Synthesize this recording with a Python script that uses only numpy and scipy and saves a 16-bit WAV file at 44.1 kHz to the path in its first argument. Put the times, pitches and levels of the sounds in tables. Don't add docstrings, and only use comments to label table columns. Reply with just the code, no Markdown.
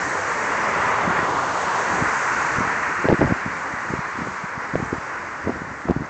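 import sys
import numpy as np
from scipy import signal
from scipy.fft import rfft, irfft
from scipy.io import wavfile
from scipy.ndimage import uniform_filter1d

SR = 44100
rng = np.random.default_rng(int(sys.argv[2]) if len(sys.argv) > 2 else 0)


def wav_out(sig):
    wavfile.write(sys.argv[1], SR, np.round(np.clip(np.atleast_2d(sig).T, -1, 1) * 32767).astype(np.int16))


N = 268965


def from_db(db):
    return 10 ** (np.asarray(db) / 20)


def rms_one(x):
    return x / np.sqrt(np.mean(x ** 2) + 1e-20)


def in_time(rows):
    s, *columns = np.transpose(rows)
    return [np.interp(np.arange(N) / SR, s, column) for column in columns]


def follow(level_db, share):
    mean_db = level_db.mean()
    return mean_db + share * (level_db - mean_db)


def drift(rate_hz):
    step = 40
    r = np.exp(-2 * np.pi * rate_hz * step / SR)
    noise = rng.standard_normal(N // step + 2002)
    slow = signal.lfilter([1], [1, -2 * r, r * r], noise)[2000:]
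    return np.interp(np.arange(N) / step, np.arange(len(slow)), rms_one(slow))


def coloured(spectrum, patchy_db):
    hz = np.maximum(np.arange(N // 2 + 1) * SR / N, 1)
    at_hz, level_db = np.transpose(spectrum)
    shape_db = np.interp(np.log(hz), np.log(at_hz), level_db, -90, -90)
    shaped = rfft(rng.standard_normal(N)) * from_db(shape_db)
    band_set = np.floor(3 * np.log2(hz / at_hz[0])) % 3
    wavering = [irfft(shaped * (band_set == k), N) * from_db(patchy_db * drift(5.4)) for k in range(3)]
    return rms_one(sum(wavering))


def resonance(x, hz, width_hz):
    r = np.exp(-np.pi * width_hz / SR)
    zeros = np.array([1, 0, -1]) * (1 - r * r) / 2
    poles = [1, -2 * r * np.cos(2 * np.pi * hz / SR), r * r]
    return signal.lfilter(zeros, poles, x)


def with_echo(x, rows, dull_hz):
    dip_hz, share = in_time(rows)
    share = np.clip(share, 0, .95)
    dull = signal.sosfilt(signal.butter(1, dull_hz, fs=SR, output="sos"), x)
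    delay = SR / (2 * dip_hz)
    late = np.interp(np.arange(N) - delay, np.arange(N), dull)
    return (x + share * late) / np.sqrt(1 + share ** 2)


def tread_ring():
    # (frequency [Hz], width of each pass before widening [Hz], gain on top [dB])
    grooves = [(1045, 408, -2), (1377, 264, -12)]
    drive = rng.standard_normal(N) * from_db(0.63 * drift(25))
    ring = np.zeros(N)
    for hz, width_hz, db in grooves:
        wide_hz = 1.6 * width_hz
        once = resonance(drive, hz, wide_hz)
        ring += from_db(db) * resonance(once, hz, wide_hz)
    return rms_one(ring)


def car():
    # (time [s], tyre roar [dB], tread ring [dB], tread hiss [dB], fine mist [dB])
    passing = [(0.02, -34, -29, -26.5, -39.5), (0.2, -32.5, -29, -27, -41), (0.88, -28.5, -22, -27, -43),
               (1.05, -29.5, -22.5, -27.5, -45), (1.25, -28.5, -22, -26, -45.5),
               (1.54, -32, -22.5, -31.5, -41.5), (1.88, -30.5, -24.5, -24.5, -40.5),
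               (2.26, -34.5, -25, -23.5, -40.5), (2.79, -36, -27, -24.5, -44),
               (3.14, -37.5, -30.5, -25.5, -47.5), (3.67, -40, -32, -29.5, -49),
               (4.27, -43.5, -32.5, -31.5, -50), (4.32, -42.5, -33, -31, -49), (4.53, -41, -33, -31.5, -54),
               (4.88, -43.5, -33.5, -33, -51.5), (5.15, -40.5, -33, -32.5, -52.5),
               (5.57, -44, -36.5, -34, -54), (6.08, -44, -35.5, -39.5, -58.5)]
    # (time [s], dip frequency [Hz], echo share [0-1])
    road_echo = [(0, 3500, 0.54), (.8, 3350, 0.05), (1.2, 2830, 0.24), (1.32, 2600, 0.56),
                 (1.6, 2540, 0.32), (1.8, 2560, 0.32), (2.102, 3410, 0.46), (6.1, 3500, 0.52)]
    bank_echo = [(0, 584, 0.073), (1.9, 640, 0.058), (2.299, 705, 0.22), (3.5, 705, 0.19), (4.7, 640, 0.1),
                 (5.202, 705, 0.16), (5.55, 990, 0.2), (5.801, 1140, 0.067), (6.1, 1200, 0.1)]
    # (frequency [Hz], level [dB])
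    rumble_spectrum = [(20, -33.5), (45, -10), (90, -3.5), (200, -3), (350, -0.5), (520, -26.5)]
    roar_spectrum = [(250, -49.5), (400, 0.5), (600, 1), (800, -1.5), (1050, -1.5)]
    hiss_spectrum = [(1000, -26), (1400, -2), (1900, 1.5), (2300, -5.5), (2900, -16), (3600, -47)]
    spray_spectrum = [(2300, -7.5), (2900, -6), (3700, -10), (4500, -5.5), (5300, -6), (6000, -8.5)]
    mist_spectrum = [(4900, -25), (5700, -3), (6500, 1), (7300, -2.5), (7700, -3), (8600, -8)]

    roar_db, ring_db, hiss_db, mist_db = in_time(passing)
    rumble_db = follow(roar_db, share=0.66) - 3
    spray_db = follow(mist_db, share=.75) - 1.5

    tyres = from_db(roar_db) * coloured(roar_spectrum, patchy_db=1.0)
    tyres += from_db(ring_db) * tread_ring()
    tyres += from_db(hiss_db) * coloured(hiss_spectrum, patchy_db=0.9)
    tyres = with_echo(tyres, road_echo, dull_hz=5370)
    tyres = with_echo(tyres, bank_echo, dull_hz=1400)

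    droplets = from_db(0.58 * drift(160))
    spray = from_db(spray_db) * coloured(spray_spectrum, patchy_db=1.1)
    mist = from_db(mist_db) * droplets * coloured(mist_spectrum, patchy_db=1.04)
    rumble = from_db(rumble_db) * coloured(rumble_spectrum, patchy_db=3.0)
    return rumble + tyres + spray + mist


def add(out, s, shape):
    i = max(round(s * SR) - len(shape) // 2, 0)
    out[i:i + len(shape)] += shape[:N - i]


def eddy(hz, phase, cycles):
    turns = np.arange(-2 * SR // hz, 2 * SR // hz) * hz / SR
    return np.exp(-.5 * (turns / cycles) ** 2) * np.cos(2 * np.pi * turns + phase)


def wind():
    # (time [s], reference level for the three parts [dB], pitch [Hz])
    puffs = [(1.078, -11, 198), (1.192, -19, 280), (2.024, -12.5, 190), (2.585, -14.5, 178),
             (2.607, -11.5, 223), (3.045, -8.5, 346), (3.055, -7, 274), (3.087, 0.5, 452), (3.095, -8, 380),
             (3.099, -8, 273), (3.106, -14, 300), (3.125, -10, 330), (3.127, 4, 360), (3.133, -9, 273),
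             (3.145, -10, 208), (3.148, -14, 300), (3.193, -12.5, 206), (3.214, -11, 328), (3.22, -10, 380),
             (3.228, -7, 320), (3.239, -11, 260), (3.249, -11.5, 195), (3.257, -11.5, 154),
             (3.279, -21, 157), (3.31, -13, 232), (3.324, -4, 203), (3.462, -15.5, 196), (3.738, -24, 200),
             (3.906, -15.5, 159), (3.938, -11, 305), (3.992, -15.5, 143), (4.189, -19.5, 246),
             (4.22, -14.5, 203), (4.273, -15, 357), (4.285, -21, 162), (4.442, -19, 152),
             (4.579, -21.5, 184), (4.739, -14.5, 200), (4.756, -4, 427), (4.762, -15, 138),
             (4.802, -16, 298), (4.83, -21, 168), (4.93, -7.5, 285), (4.944, -24, 342), (4.982, -22.5, 141),
             (5.473, -10.5, 347), (5.495, -7, 298), (5.56, -18, 247), (5.619, -18.5, 294),
             (5.856, -17, 217), (5.892, -14, 170), (5.898, -3.5, 342), (5.91, -4.5, 270),
             (5.964, -9.5, 223), (5.973, -18, 138), (6.008, -16.5, 202), (6.021, -15.5, 240)]
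    # (middle [s], length, 0.42 of it the bell's spread [s],
    # bell peak [dB])
    gusts = [(0.785, 0.064, -33), (1.07, 0.092, -28.5), (1.206, 0.072, -27), (1.95, 0.11, -33),
             (2.022, 0.12, -29.5), (2.615, 0.15, -30), (3.059, 0.022, -23), (3.118, 0.038, -14.5),
             (3.222, 0.03, -18), (3.285, 0.078, -23), (3.472, 0.025, -29.5), (3.928, 0.081, -31.5),
             (4.232, 0.13, -32.5), (4.749, 0.024, -24), (4.826, .09, -29), (4.938, 0.039, -26.5),
             (5.483, 0.06, -25), (5.573, 0.086, -32.5), (5.702, 0.078, -33), (5.897, 0.042, -21),
             (6.018, 0.061, -34)]
    out, t = np.zeros(N), np.arange(N) / SR
    phases = rng.uniform(0, 2 * np.pi, (len(puffs), 2))
    for (s, level_db, hz), (fast, slow) in zip(puffs, phases):
        add(out, s, from_db(level_db - 1.5) * eddy(hz, fast, cycles=0.35))
        add(out, s, from_db(level_db - 11.5) * eddy(0.5 * hz, slow, cycles=0.34))
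        add(out, s, from_db(1.94 * level_db - 3) * eddy(2.9 * hz, fast, cycles=0.25))
    gust = np.zeros(N)
    for s, length, db in gusts:
        gust += from_db(db) * np.exp(-.5 * ((t - s) / (0.42 * length)) ** 2)
    return out + flurry(gust)


def flurry(gust):
    pops_per_s, slow_db = 350, -3
    loud_gust_db, brightens = -18, 0.43
    struck = rng.random((2, N)) < pops_per_s / SR
    pops = struck * rng.standard_normal((2, N)) + 1e-18
    slow = signal.sosfilt(signal.butter(2, [60, 260], "band", fs=SR, output="sos"), pops[0])
    quick = signal.sosfilt(signal.butter(3, [170, 850], "band", fs=SR, output="sos"), pops[1])
    quick_gain = (gust / from_db(loud_gust_db)) ** brightens
    return gust * (from_db(slow_db) * rms_one(slow) + quick_gain * rms_one(quick))


def pinning():
    # (start [s], length [s], first sample of the snap on release [dB])
    pinned = [(3.083, .004, -17), (3.098, .002, -25), (3.116, .004, -27), (3.134, .003, -28),
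              (3.203, .003, -24), (3.254, .003, -25), (3.322, .003, -34), (4.752, .002, -33),
              (5.890, .002, -30), (5.896, .002, -31), (5.907, .002, -25)]
    free, snaps = np.ones(N), np.zeros(N)
    for s, length, snap_db in pinned:
        release = round((s + length) * SR)
        free[round(s * SR):release] = 0
        snaps[release] = from_db(snap_db)
    band = signal.butter(1, [700, 2800], "band", fs=SR, output="sos")
    snaps = signal.sosfilt(band, snaps + 1e-18) / band[0, 0]
    return uniform_filter1d(free, size=20), snaps


def chirps():
    # (middle [s], peak level [dB], start frequency [Hz], length [s])
    squeaks = [(4.835, -41, 6000, 0.0028), (4.847, -40, 5600, 0.0044), (4.86, -45, 7000, .006),
               (4.896, -48, 7000, .004), (5.526, -46, 6300, 0.0062), (6.06, -46, 5900, 0.013)]
    out = np.zeros(N)
    for s, peak_db, start_hz, length in squeaks:
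        way = np.linspace(0, 1, max(round(length * SR), 8))
        turns = start_hz * length * way * (1 + 0.078 * way)
        add(out, s, from_db(peak_db) * np.sin(np.pi * way) * np.sin(2 * np.pi * turns))
    return out


def scene():
    free, snaps = pinning()
    return (free * car() + wind() + snaps + chirps())[None]


def record(dry):
    converter_hz, overload, knee = 16000, .6, 3
    thin = signal.sosfilt(signal.butter(2, 52, "high", fs=SR, output="sos"), dry)
    rounded = thin / (1 + np.abs(thin / overload) ** knee) ** (1 / knee)
    band_limit = signal.ellip(12, .1, 60, converter_hz / 2 - 35, fs=SR, output="sos")
    sampled = signal.sosfilt(band_limit, rounded)
    mirrored = sampled * (1 + 2 * np.cos(2 * np.pi * converter_hz * np.arange(N) / SR))
    smoothed = signal.sosfilt(signal.butter(20, 7900, fs=SR, output="sos"), mirrored)
    top_cut = signal.cheby2(20, 50, 9230, fs=SR, output="sos")
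    return signal.sosfilt(top_cut, smoothed)


dry = scene()
out = record(dry)
wav_out(out)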